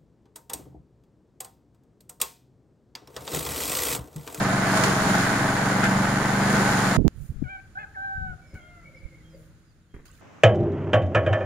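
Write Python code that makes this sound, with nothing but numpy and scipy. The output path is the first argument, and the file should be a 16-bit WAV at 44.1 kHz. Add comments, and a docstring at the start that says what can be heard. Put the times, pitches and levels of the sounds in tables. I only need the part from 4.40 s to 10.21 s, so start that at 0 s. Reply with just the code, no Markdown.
"""First a one-cylinder petrol engine thuds and a forage chopper shreds a stalk: gas pulses boom
through a muffler, knocks ring a steel casing, and dense clicks make the snapping fibre.
Abruptly an open farmyard follows: noise makes the air and the wind buffets, a near rooster crows with
bending, hoarse tones, a quieter one answers and ends in rasps, and gliding tones make small birds.
Meanwhile grains of noise rub a cow's hide, and near the end water splashes and bubbles ring."""
import sys
import numpy as np
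from scipy import signal
from scipy.fft import rfft, irfft
from scipy.io import wavfile

SR = 44100
rng = np.random.default_rng(int(sys.argv[2]) if len(sys.argv) > 2 else 0)


def store_pcm(level_fs):
    """Save levels as 16-bit WAV."""
    pcm = np.round(np.clip(level_fs, -1, 1) * 32767).astype(np.int16)
    wavfile.write(sys.argv[1], SR, np.atleast_2d(pcm).T)


N = 256220
T = np.arange(N) / SR  # time of every sample, in seconds

# Engine speed, sagging and recovering. Each row: time in seconds, firings per second.
ENGINE_SPEED = [(.14, 23.58), (.31, 23.84), (.48, 23.27), (.66, 21.83), (.84, 23.04), (1.01, 22.85),
                (1.3, 23.68), (2.16, 24.66), (2.56, 22.92)]
# Gas pulses of one cycle, exhaust then intake. Each row: place as a share of the cycle, signed strength,
# unevenness in dB.
GAS_PULSES = [(-.19, -1., 1.1), (.095, .95, .8)]
# Tone colour of the muffler. Each row: frequency in Hz, relative level in dB.
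MUFFLER = [(20, -28), (95, -26), (118, 3), (195, 5), (255, -2.5), (285, 1), (340, -30), (600, -21),
           (12000, -54.5)]
# Boom of the air box, swelling and sinking. Each row: time in seconds, gain at its resonance in dB.
AIR_BOX = [(.38, 3), (.65, -0.5), (.7, 11), (.84, -3), (1.18, -2), (1.52, 8.5), (1.8, 3.5), (2.16, 12.5),
           (2.26, 4)]
# Tone colour of the steel casing. Each row: frequency in Hz, relative level in dB.
CASING = [(30, -7.5), (320, -2), (520, -6.5), (680, -3.5), (1600, -3), (2100, -7.5), (2600, -18),
          (12000, -42.5)]
# Ringing tones of the casing. Each row: frequency in Hz, width in Hz, gain in dB.
CASING_MODES = [(639, 26, -1), (815, 31, 1), (1507, 45, -2)]
# Chunks of stalk tumbling on a panel. Each row: start in seconds, length in seconds, level in dB,
# panel pitch in Hz.
CHUNKS = [(0.428, 0.14, -29, 380), (0.678, 0.32, -34.5, 1300), (1.428, 0.065, -23, 1470),
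          (1.882, 0.78, -37.5, 410)]
# Tone colour of the shredded pulp. Each row: frequency in Hz, gain in dB.
PULP = [(500, -8), (2000, 0.5), (4500, 1.5), (9000, -2), (15500, -11.5)]
# The stalk is pushed into the blades. Each row: start in seconds, length in seconds, extra cutting in dB.
FEEDS = [(0.22, 0.27, 5.5), (0.578, 0.24, 3.5), (1.998, 0.47, 4)]
# The blades bite tough fibre. Each row: start in seconds, peak in dB before a shared lift.
BITES = [(0.371, -34), (0.4367, -26.5), (1.4395, -34.5)]

# Syllables of the near crow, one list each. Each row: time in seconds, pitch in Hz, effort in dB,
# beak opening from 0 to 1.
CROW = [
    [(3.033, 785, -51, 0.88), (3.07, 716, -44, 0.58), (3.102, 789, -37.5, 0.86),
     (3.162, 766.5, -35.5, 0.65), (3.184, 737, -50, 0.76), (3.208, 824, -45, 0.9)],
    [(3.35, 739, -46, 0.26), (3.377, 789, -32.5, 0.15), (3.395, 848, -33, 0.72), (3.428, 854, -34.5, 0.7),
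     (3.456, 722, -40.5, 0.15)],
    [(3.54, 922, -53, 0.2), (3.572, 760, -35, 0), (3.652, 799, -29, 0.26), (3.672, 779.6, -31, 0.1),
     (3.84, 764, -33, 0.03), (3.905, 738, -33.5, 0.43), (3.95, 709, -46, 0)],
]
# The far rooster's answer. Each row: time in seconds, pitch in Hz, effort in dB, beak opening from 0 to 1.
ANSWER = [(4.15, 772, -48, 0.9), (4.2, 697, -55.5, 0.8), (4.3, 708, -53.5, 0.76), (4.44, 663, -58, 0.83)]
# Hoarse rasps of the far crow. Each row: start in seconds, length in seconds, starting pitch in Hz,
# starting level in dB in the upper throat resonance, then in the lower.
RASPS = [(4.004, 0.22, 567.6, -66, -64.5), (4.43, 0.4, 567, -56.5, -60.5),
         (4.923, 0.049, 535.5, -71, -50.5)]
# Harmonics of the voice with the beak narrow: one relative level in dB each, from the first upward.
BEAK_NARROW = [3, 10, -31.5, -26, -21]
# The same harmonics with the beak wide: one relative level in dB each.
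BEAK_WIDE = [-9.5, -1.5, 3.5, -11, -26]
# Small birds' chirps. Each row: start in seconds, starting pitch in Hz, fall as a share of it, level in dB.
CHIRPS = [(4.061, 5370, 0.05, -63), (4.525, 5700, 0.2, -69), (4.89, 5300, 0.15, -67),
          (5.25, 5200, 0.16, -74), (5.39, 4050, .15, -80), (5.57, 3980, .05, -76)]
# Another bird's level whistles. Each row: start in seconds, level in dB.
WHISTLES = [(4.189, -64), (4.827, -64.5), (5.489, -69)]
# Echo of trees and sheds. Each row: frequency in Hz, gain in dB.
YARD_ECHO = [(400, 5), (750, 6.5), (1500, 6.5), (2400, 3.5), (5000, -25)]

# Wind buffets. Each row: start in seconds, length in seconds, level in dB, top frequency in Hz,
# left minus right in dB.
BUFFETS = [(2.565, 0.075, -16, 233, -25), (2.582, 0.013, -20.5, 453, -29), (2.639, 0.046, -12.5, 236, -28),
           (2.737, 0.14, -36.5, 126, -35), (2.889, 0.04, -28, 142, -10), (2.918, 0.18, -34, 153, 19),
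           (3.016, 0.0152, -22, 237, 23), (3.726, 0.26, -36, 150, 13), (4.13, 0.036, -38, 226, 1.5),
           (4.628, 0.042, -35, 68.6, -36)]
# Tone colour of the open air. Each row: frequency in Hz, relative level in dB.
AIR = [(15, -25), (25, 6.5), (112, 4.5), (952, -24), (1460, -16), (2800, -26), (7500, -31), (15000, -37)]
# Loudness of the open air. Each row: time in seconds, level in dB.
AIR_LEVEL = [(2.57, -50.5), (5.0, -50.5), (5.48, -57.5), (5.8, -51.5)]
# Tones of a distant hum. Each row: frequency in Hz, relative level in dB.
HUM = [(161.5, -1.5), (323, -9)]
# Loudness of the hum. Each row: time in seconds, level in dB.
HUM_LEVEL = [(3.5, -70), (5.0, -51.5), (5.3, -66.5)]

# A hand strokes wet hide. Each row: time of the peak in seconds, level in dB.
RUBS = [(2.85, -56), (5.02, -64.5)]
# Tone colour of the hide. Each row: frequency in Hz, relative level in dB.
HIDE = [(1000, -17), (3000, -15), (9500, 6)]
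# A wet hand slaps; water is thrown, lands and runs off. Each row: start in seconds, level in dB,
# decay in seconds, brightness from 0 to 1.
SPLASHES = [(4.139, -42, 0.039, 0.2), (5.539, -35, 0.043, 0.03), (5.653, -48.5, 0.039, 0.74),
            (5.73, -61, 0.21, 1)]
# Tone colour of sloshing water. Each row: frequency in Hz, relative level in dB.
SLOSH = [(60, 10), (220, -1.5), (400, 0), (650, -20), (2100, -13.5), (3800, -47)]
# Tone colour of spattering water. Each row: frequency in Hz, relative level in dB.
SPRAY = [(700, -3), (1500, 7), (4000, -4)]
# Single drops that trap a bubble. Each row: start in seconds, starting pitch in Hz, level in dB.
DROPS = [(5.68, 4830, -48), (5.694, 1480, -53), (5.715, 7450, -42)]

# Tone colour of the left microphone port. Each row: frequency in Hz, gain in dB.
LEFT_PORT = [(2800, -1.5), (5800, -8), (6700, -20.5), (8000, -7), (9600, 5.5), (11000, -4), (14200, -9.5)]
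# Tone colour of the right microphone port. Each row: frequency in Hz, gain in dB.
RIGHT_PORT = [(1500, -1.5), (2400, -3), (4400, 1.5), (6000, 0.5), (7050, 8), (8000, -4.5), (9200, -9.5),
              (9900, -26), (12700, -3), (15400, -1)]
# How alike left and right are. Each row: frequency in Hz, likeness from 0 to 1.
LIKENESS = [(40, 0.2), (150, 1), (600, 0.84), (1400, 0.31), (5000, 0.091)]

CHANGE_S = 2.568  # the chopper gives way to the farmyard
FIRST_CYCLE_S = .0601
CUTTING_DB, FEED_RISE_S, FEED_EASE_S = -37, 0.13, 0.16  # steady cutting; how a push builds and eases
KNOCK_DB = -5  # knocks compared with the rattle
ROOSTER_LAG_S = 0.00041  # it stands to the right, so the left port hears it later
ROUGH_MIDDLE, ROUGH_ENDS, ROUGH_S = 0.057, 0.61, 0.023  # a syllable is hoarse as it starts and stops
DOUBLING, DOUBLING_HZ = 0.36, 820  # above this pitch the syrinx beats strong and weak by turns
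VOICE_EDGE_S = 0.0055  # attack and release of a syllable
SECOND_VOICE_HZ, SECOND_VOICE_DB, SECOND_VOICE_S = 579, -53.5, 0.11  # other side of the syrinx, sliding up
RASP_SAG_HZ_PER_S, RASP_FADE_DB_PER_S, RASP_EDGE_S = 98, 18, 0.018
RASP_PULSE_HZ, RASP_PULSE_DB = 11.16, 4.5  # the rasp comes in throbs
CHIRP_S, BIRD_FLUTTER_DB = 0.1, 3.5
WHISTLE_S, WHISTLE_HZ = 0.13, 3220
BUBBLE_CYCLES, BUBBLE_RISE = 17, 0.025  # cycles until it has died to a third; share its pitch rises meanwhile
PATTER_S, PATTER_HZ, PATTER_DB = 5.655, 1062, -54.5  # random drops: earliest start, lowest pitch, top level
EDGE_HZ = 15650  # upper limit of the sound


def amp(db):
    """Turn decibels into a plain multiplier."""
    return 10 ** (np.asarray(db) / 20)


def unit(x):
    """Scale a sound to an average (rms) strength of 1."""
    return x / np.sqrt(np.mean(x ** 2) + 1e-20)


def curve(rows):
    """Join timed points with straight lines."""
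    return np.interp(T, *np.transpose(rows))


def read(points, hz):
    """Read a table between its frequencies, on a logarithmic pitch scale."""
    f, value = np.transpose(points)
    return np.interp(np.log(hz + 1), np.log(f + 1), value)


def add(mix, s, sound):
    """Lay a sound into the mix from second s."""
    part = mix[..., round(s * SR):][..., :sound.shape[-1]]
    part += sound[..., :part.shape[-1]]


def gate(t, length, rise, release):
    """Attack, hold and release, from 0 to 1."""
    return np.sin(np.pi / 2 * np.clip(np.minimum(t / rise, (length - t) / release), 0, 1)) ** 2


def colour(x, points):
    """Filter a sound to the given spectrum, without any sound ahead of its cause."""
    size = 4096
    log_gain = np.log(amp(read(points, abs(np.fft.fftfreq(size, 1 / SR)))))
    taps = np.fft.ifft(np.exp(np.conj(signal.hilbert(log_gain)))).real
    return signal.oaconvolve(np.atleast_2d(x), taps[None, :size // 2], axes=1)[:, :N]


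def ring(x, hz, width):
    """Pass a sound through a resonance of gain 1."""
    return signal.lfilter(*signal.iirpeak(hz, hz / width, SR), x)


def wander(hz, count=N):
    """Random drift with changes up to about hz, scaled to rms 1 over the full length."""
    noise = rfft(rng.standard_normal(N))
    return unit(irfft(noise / (1 + (np.fft.rfftfreq(N, 1 / SR) / hz) ** 4), N))[:count]


def spread(pair):
    """Make two unrelated signals a port pair: more alike in the bass than in the treble."""
    a, b = rfft(pair)
    same = np.clip(read(LIKENESS, np.fft.rfftfreq(N, 1 / SR)), 0, 1)
    mid, side = a * np.sqrt((1 + same) / 2), b * np.sqrt((1 - same) / 2)
    return irfft(np.array([mid + side, mid - side]), N)


def grains(per_s, spread_db):
    """Random clicks of uneven size, reaching both ports."""
    size = amp(spread_db * np.minimum(rng.exponential(1, N), 4)) * (rng.random(N) < per_s / SR)
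    return unit(size * rng.standard_normal((2, N)))


def echoes(x, t60):
    """A tail of scattered reflections, different for each port, falling 60 dB in t60 seconds."""
    t = T[:SR]
    tail = rng.standard_normal((2, SR)) * (rng.random(SR) < .1) * amp(-60 * t / t60)
    return signal.oaconvolve(np.atleast_2d(x), tail / np.linalg.norm(tail[0]), axes=1)[:, :N]


def farmyard():
    """Quiet open air is coloured noise; the distant hum is two wavering tones."""
    air = amp(curve(AIR_LEVEL)) * unit(colour(spread(rng.standard_normal((2, N))), AIR))
    hum = 0
    for hz, db in HUM:
        pitch = hz * (1 + 0.02864 * wander(21.4))
        hum = hum + amp(db) * np.sin(2 * np.pi * np.cumsum(pitch) / SR)
    return air + amp(curve(HUM_LEVEL)) * unit(hum)


def wind():
    """Each eddy pushes on the ports with a short low rumble, mostly on one side."""
    out = np.zeros((2, N))
    for s, length, db, top_hz, pan_db in BUFFETS:
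        lowpass = signal.butter(4, top_hz, fs=SR, output="sos")
        eddy = signal.sosfilt(lowpass, rng.standard_normal(SR))[-int(length * SR):]
        eddy = (eddy - eddy.mean()) * signal.windows.tukey(len(eddy), .5)
        sides = unit(amp([[pan_db / 2], [-pan_db / 2]]))
        add(out, s, amp(db) * sides * unit(eddy))
    return out


def drips():
    """Each bubble rings for a few cycles, rising in pitch as it nears the surface."""
    out = np.zeros(N)
    patter = []
    for when, high, weak in rng.random(size=(20, 3)):
        start = PATTER_S + when * (T[-1] - PATTER_S)
        patter.append((start, PATTER_HZ * 2 ** (2 * high), PATTER_DB - 10 * weak))
    for s, hz, db in list(DROPS) + patter:
        age = T[:SR // 10] * hz / BUBBLE_CYCLES
        tone = np.sin(2 * np.pi * BUBBLE_CYCLES * age * (1 + BUBBLE_RISE * age / 2))
        add(out, s, amp(db) * (1 - np.exp(-10 * age)) * np.exp(-age) * tone)
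    return out


def washing():
    """A hand strokes the wet hide in fine grains; then water sloshes and spatters on the cow."""
    strokes = sum(amp(db) * np.exp(-((T - s) / 0.085) ** 2) for s, db in RUBS)
    out = strokes * unit(colour(grains(per_s=9000, spread_db=2), HIDE))
    slosh = unit(colour(spread(grains(per_s=1500, spread_db=2.4)), SLOSH))
    drops = grains(per_s=4000, spread_db=1.8)
    spray = unit(colour(drops + echoes(drops, t60=.03), SPRAY))
    for s, db, decay, bright in SPLASHES:
        age = np.maximum(T - s, 0)
        level = amp(db) * (1 - np.exp(-age / 0.0011)) * np.exp(-age / decay)
        out += level * ((1 - bright) * slosh + bright * spray)
    return out


def birdnote(s, length, start_hz, fall, db):
    """A trembling, fluttering tone that glides down by the share fall."""
    hz = start_hz * np.linspace(1, 1 - fall, int(length * SR))
    hz = hz * (1 + (.004 + fall / 10) * wander(200, count=len(hz)))
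    level = amp(db + BIRD_FLUTTER_DB * wander(60, count=len(hz))) * np.hanning(len(hz)) ** .5
    return s, level * np.sin(2 * np.pi * np.cumsum(hz) / SR)


def rasp(s, length, hz, upper_db, lower_db):
    """The voice breaks up into a hoarse, throbbing, sagging band in each of two throat resonances."""
    t = np.arange(0, length, 1 / SR)
    pitch = hz * (1 + .015 * wander(25, count=len(t))) - RASP_SAG_HZ_PER_S * t
    phase = 2 * np.pi * np.cumsum(pitch) / SR
    out = 0
    for k, db in ((4, upper_db), (1, lower_db)):  # the upper band lies at four times the pitch
        hoarse = sum(part(k * phase) * wander(65, count=len(t)) for part in (np.cos, np.sin))
        out = out + amp(db) * unit(hoarse)
    throb_db = -RASP_PULSE_DB * np.cos(2 * np.pi * RASP_PULSE_HZ * t)
    return s, out * gate(t, length, RASP_EDGE_S, RASP_EDGE_S) * amp(throb_db - RASP_FADE_DB_PER_S * t)


def syllable(points):
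    """A syrinx tone that bends and breaks, two-voiced at first; the beak shifts its harmonics."""
    times, *columns = np.transpose(points)
    t = np.arange(0, times[-1] - times[0], 1 / SR)
    hz, db, beak = (np.interp(times[0] + t, times, column) for column in columns)
    beak = np.clip(beak, 0, 1)
    rough = ROUGH_MIDDLE + ROUGH_ENDS * (np.exp(-t / ROUGH_S) + np.exp((t - t[-1]) / ROUGH_S))
    phase = 2 * np.pi * np.cumsum(hz * (1 + .05 * rough * wander(130, count=len(t)))) / SR
    tone = 0
    for k, (narrow, wide) in enumerate(zip(BEAK_NARROW, BEAK_WIDE), 1):
        tone = tone + amp(narrow + beak * (wide - narrow)) * np.cos(k * phase)
    # half the pitch in the loudness makes every other beat stronger
    doubling = DOUBLING * np.clip((hz - DOUBLING_HZ) / 10, 0, 1)
    tone = tone * (1 + doubling * np.cos(phase / 2))
    tone = tone * (1 + rough * wander(160, count=len(t)))
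    tone = signal.sosfilt(signal.butter(3, 2700, fs=SR, output="sos"), tone)
    second = np.sin(2 * np.pi * SECOND_VOICE_HZ * t * (1 + t / 2))
    second = second * amp(SECOND_VOICE_DB) * gate(t, SECOND_VOICE_S, SECOND_VOICE_S / 2, SECOND_VOICE_S / 2)
    return times[0], (amp(db) * unit(tone) + second) * gate(t, t[-1], VOICE_EDGE_S, VOICE_EDGE_S)


def fowl():
    """Two roosters and small birds, with the echo of trees and sheds."""
    near, far = np.zeros(N), np.zeros(N)
    for s, hz, fall, db in CHIRPS:
        add(far, *birdnote(s, CHIRP_S, hz, fall, db))
    for s, db in WHISTLES:
        add(far, *birdnote(s, WHISTLE_S, WHISTLE_HZ, 0, db))
    for row in RASPS:
        add(far, *rasp(*row))
    add(far, *syllable(ANSWER))
    for points in CROW:
        add(near, *syllable(points))
    direct = np.array([np.interp(T - ROOSTER_LAG_S, T, near), near])
    echo = echoes(colour(.18 * near + .55 * far, YARD_ECHO), t60=.5)
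    return direct + far + spread(echo)


def pushes():
    """Extra cutting dB: it builds with each push of the stalk and eases off after it."""
    total_db = 0
    for s, length, db in FEEDS:
        build = np.clip((T - s) / FEED_RISE_S, 0, 1)
        ease = np.exp(-np.maximum(T - s - length, 0) / FEED_EASE_S)
        total_db = total_db + db * build * ease
    return total_db


def bites():
    """The blades' extra force on tough fibre: sudden, then fading."""
    return sum(amp(db + 2.5) * (T > s) * np.exp(-abs(T - s) / 0.0084) for s, db in BITES)


def cutting():
    """Force on the blades: steady cutting, swelling with each push, plus the bites."""
    return amp(CUTTING_DB + pushes()) + bites()


def pulses(cycles, place, uneven_db, jitter):
    """One click a cycle, each a little different in size and moment (jitter in seconds)."""
    at = np.flatnonzero(np.diff(np.floor(cycles - place)))
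    size, late = rng.standard_normal((N // 1000, 2))[:len(at)].T
    out = np.zeros(N)
    out[np.clip(at + (late * jitter * SR).astype(int), 0, N - 1)] = amp(uneven_db * size)
    return out


def blades(cycles):
    """Wet fibre snaps in dense grains, loudest as a blade passes, three times a cycle."""
    fibre = grains(per_s=22000, spread_db=1.) * amp(.8 * np.cos(2 * np.pi * 3 * cycles))
    return amp(5.5) * colour(cutting() * fibre, PULP)


def clatter(cycles):
    """Knocks, loose parts and pulp ring the casing, harder with more cutting; chunks drum on panels."""
    rattle = spread(grains(per_s=4000, spread_db=1.8))
    # moving parts knock around the same 40 places in every cycle
    knocks = sum(rng.standard_normal() * pulses(cycles, place, 2, jitter=.0001)
                 for place in rng.random(size=40))
    blows = rattle + amp(KNOCK_DB) * unit(knocks)
    steel = blows + sum(amp(db) * ring(blows, hz, width) for hz, width, db in CASING_MODES)
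    load_db = 20 * np.log10(cutting()) - CUTTING_DB  # above steady cutting
    shake_db = .5 * np.cos(2 * np.pi * cycles)
    out = amp(-22.5 + 0.4 * load_db + shake_db) * unit(colour(steel, CASING))
    for s, length, db, hz in CHUNKS:
        panel = unit(ring(ring(rattle, hz, hz / 2), hz, hz / 2))
        out = out + amp(db) * gate(T - s, length, length / 10, length / 2) * panel
    return out


def engine(cycles):
    """Exhaust and intake pulses boom through the muffler and ring the air box, over turbulent gas."""
    gas = sum(strength * pulses(cycles, place, uneven, jitter=.00015)
              for place, strength, uneven in GAS_PULSES)
    gas = gas + (amp(curve(AIR_BOX)) - 1) * ring(gas, 185.4, 20)  # the air box rings on between pulses
    turbulence = unit(colour(spread(rng.standard_normal((2, N))), MUFFLER))
    turbulence = amp(-19 + 1.5 * pushes()) * turbulence
    return amp(-23.5) * (unit(colour(gas, MUFFLER)) + turbulence)


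def scene():
    """The chopper runs, then the farmyard takes over within 2 milliseconds; wind lies over both."""
    cycles = np.cumsum(curve(ENGINE_SPEED)) / SR
    cycles = cycles - np.interp(FIRST_CYCLE_S, T, cycles)
    running = np.clip((CHANGE_S - T) * 500 + 1, 0, 1)
    chopper = engine(cycles) + clatter(cycles) + blades(cycles)
    yard = farmyard() + fowl() + washing() + drips()
    return running * chopper + (1 - running) * yard + wind()


def record(dry):
    """Loud sound overloads the ports, the right one clicks once, each adds its colour; then a top limit."""
    ports = .65 * np.tanh(dry / .65)
    add(ports[1], 2.68, amp(-7.5) * np.exp(-T[:SR // 100] / 0.0018))
    ports = np.vstack([colour(ports[0], LEFT_PORT), colour(ports[1], RIGHT_PORT)])
    lowpass = signal.firwin(511, EDGE_HZ, window=("kaiser", 9), fs=SR)
    return signal.oaconvolve(ports, lowpass[None], "same")


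dry = scene()
out = record(dry)
store_pcm(out)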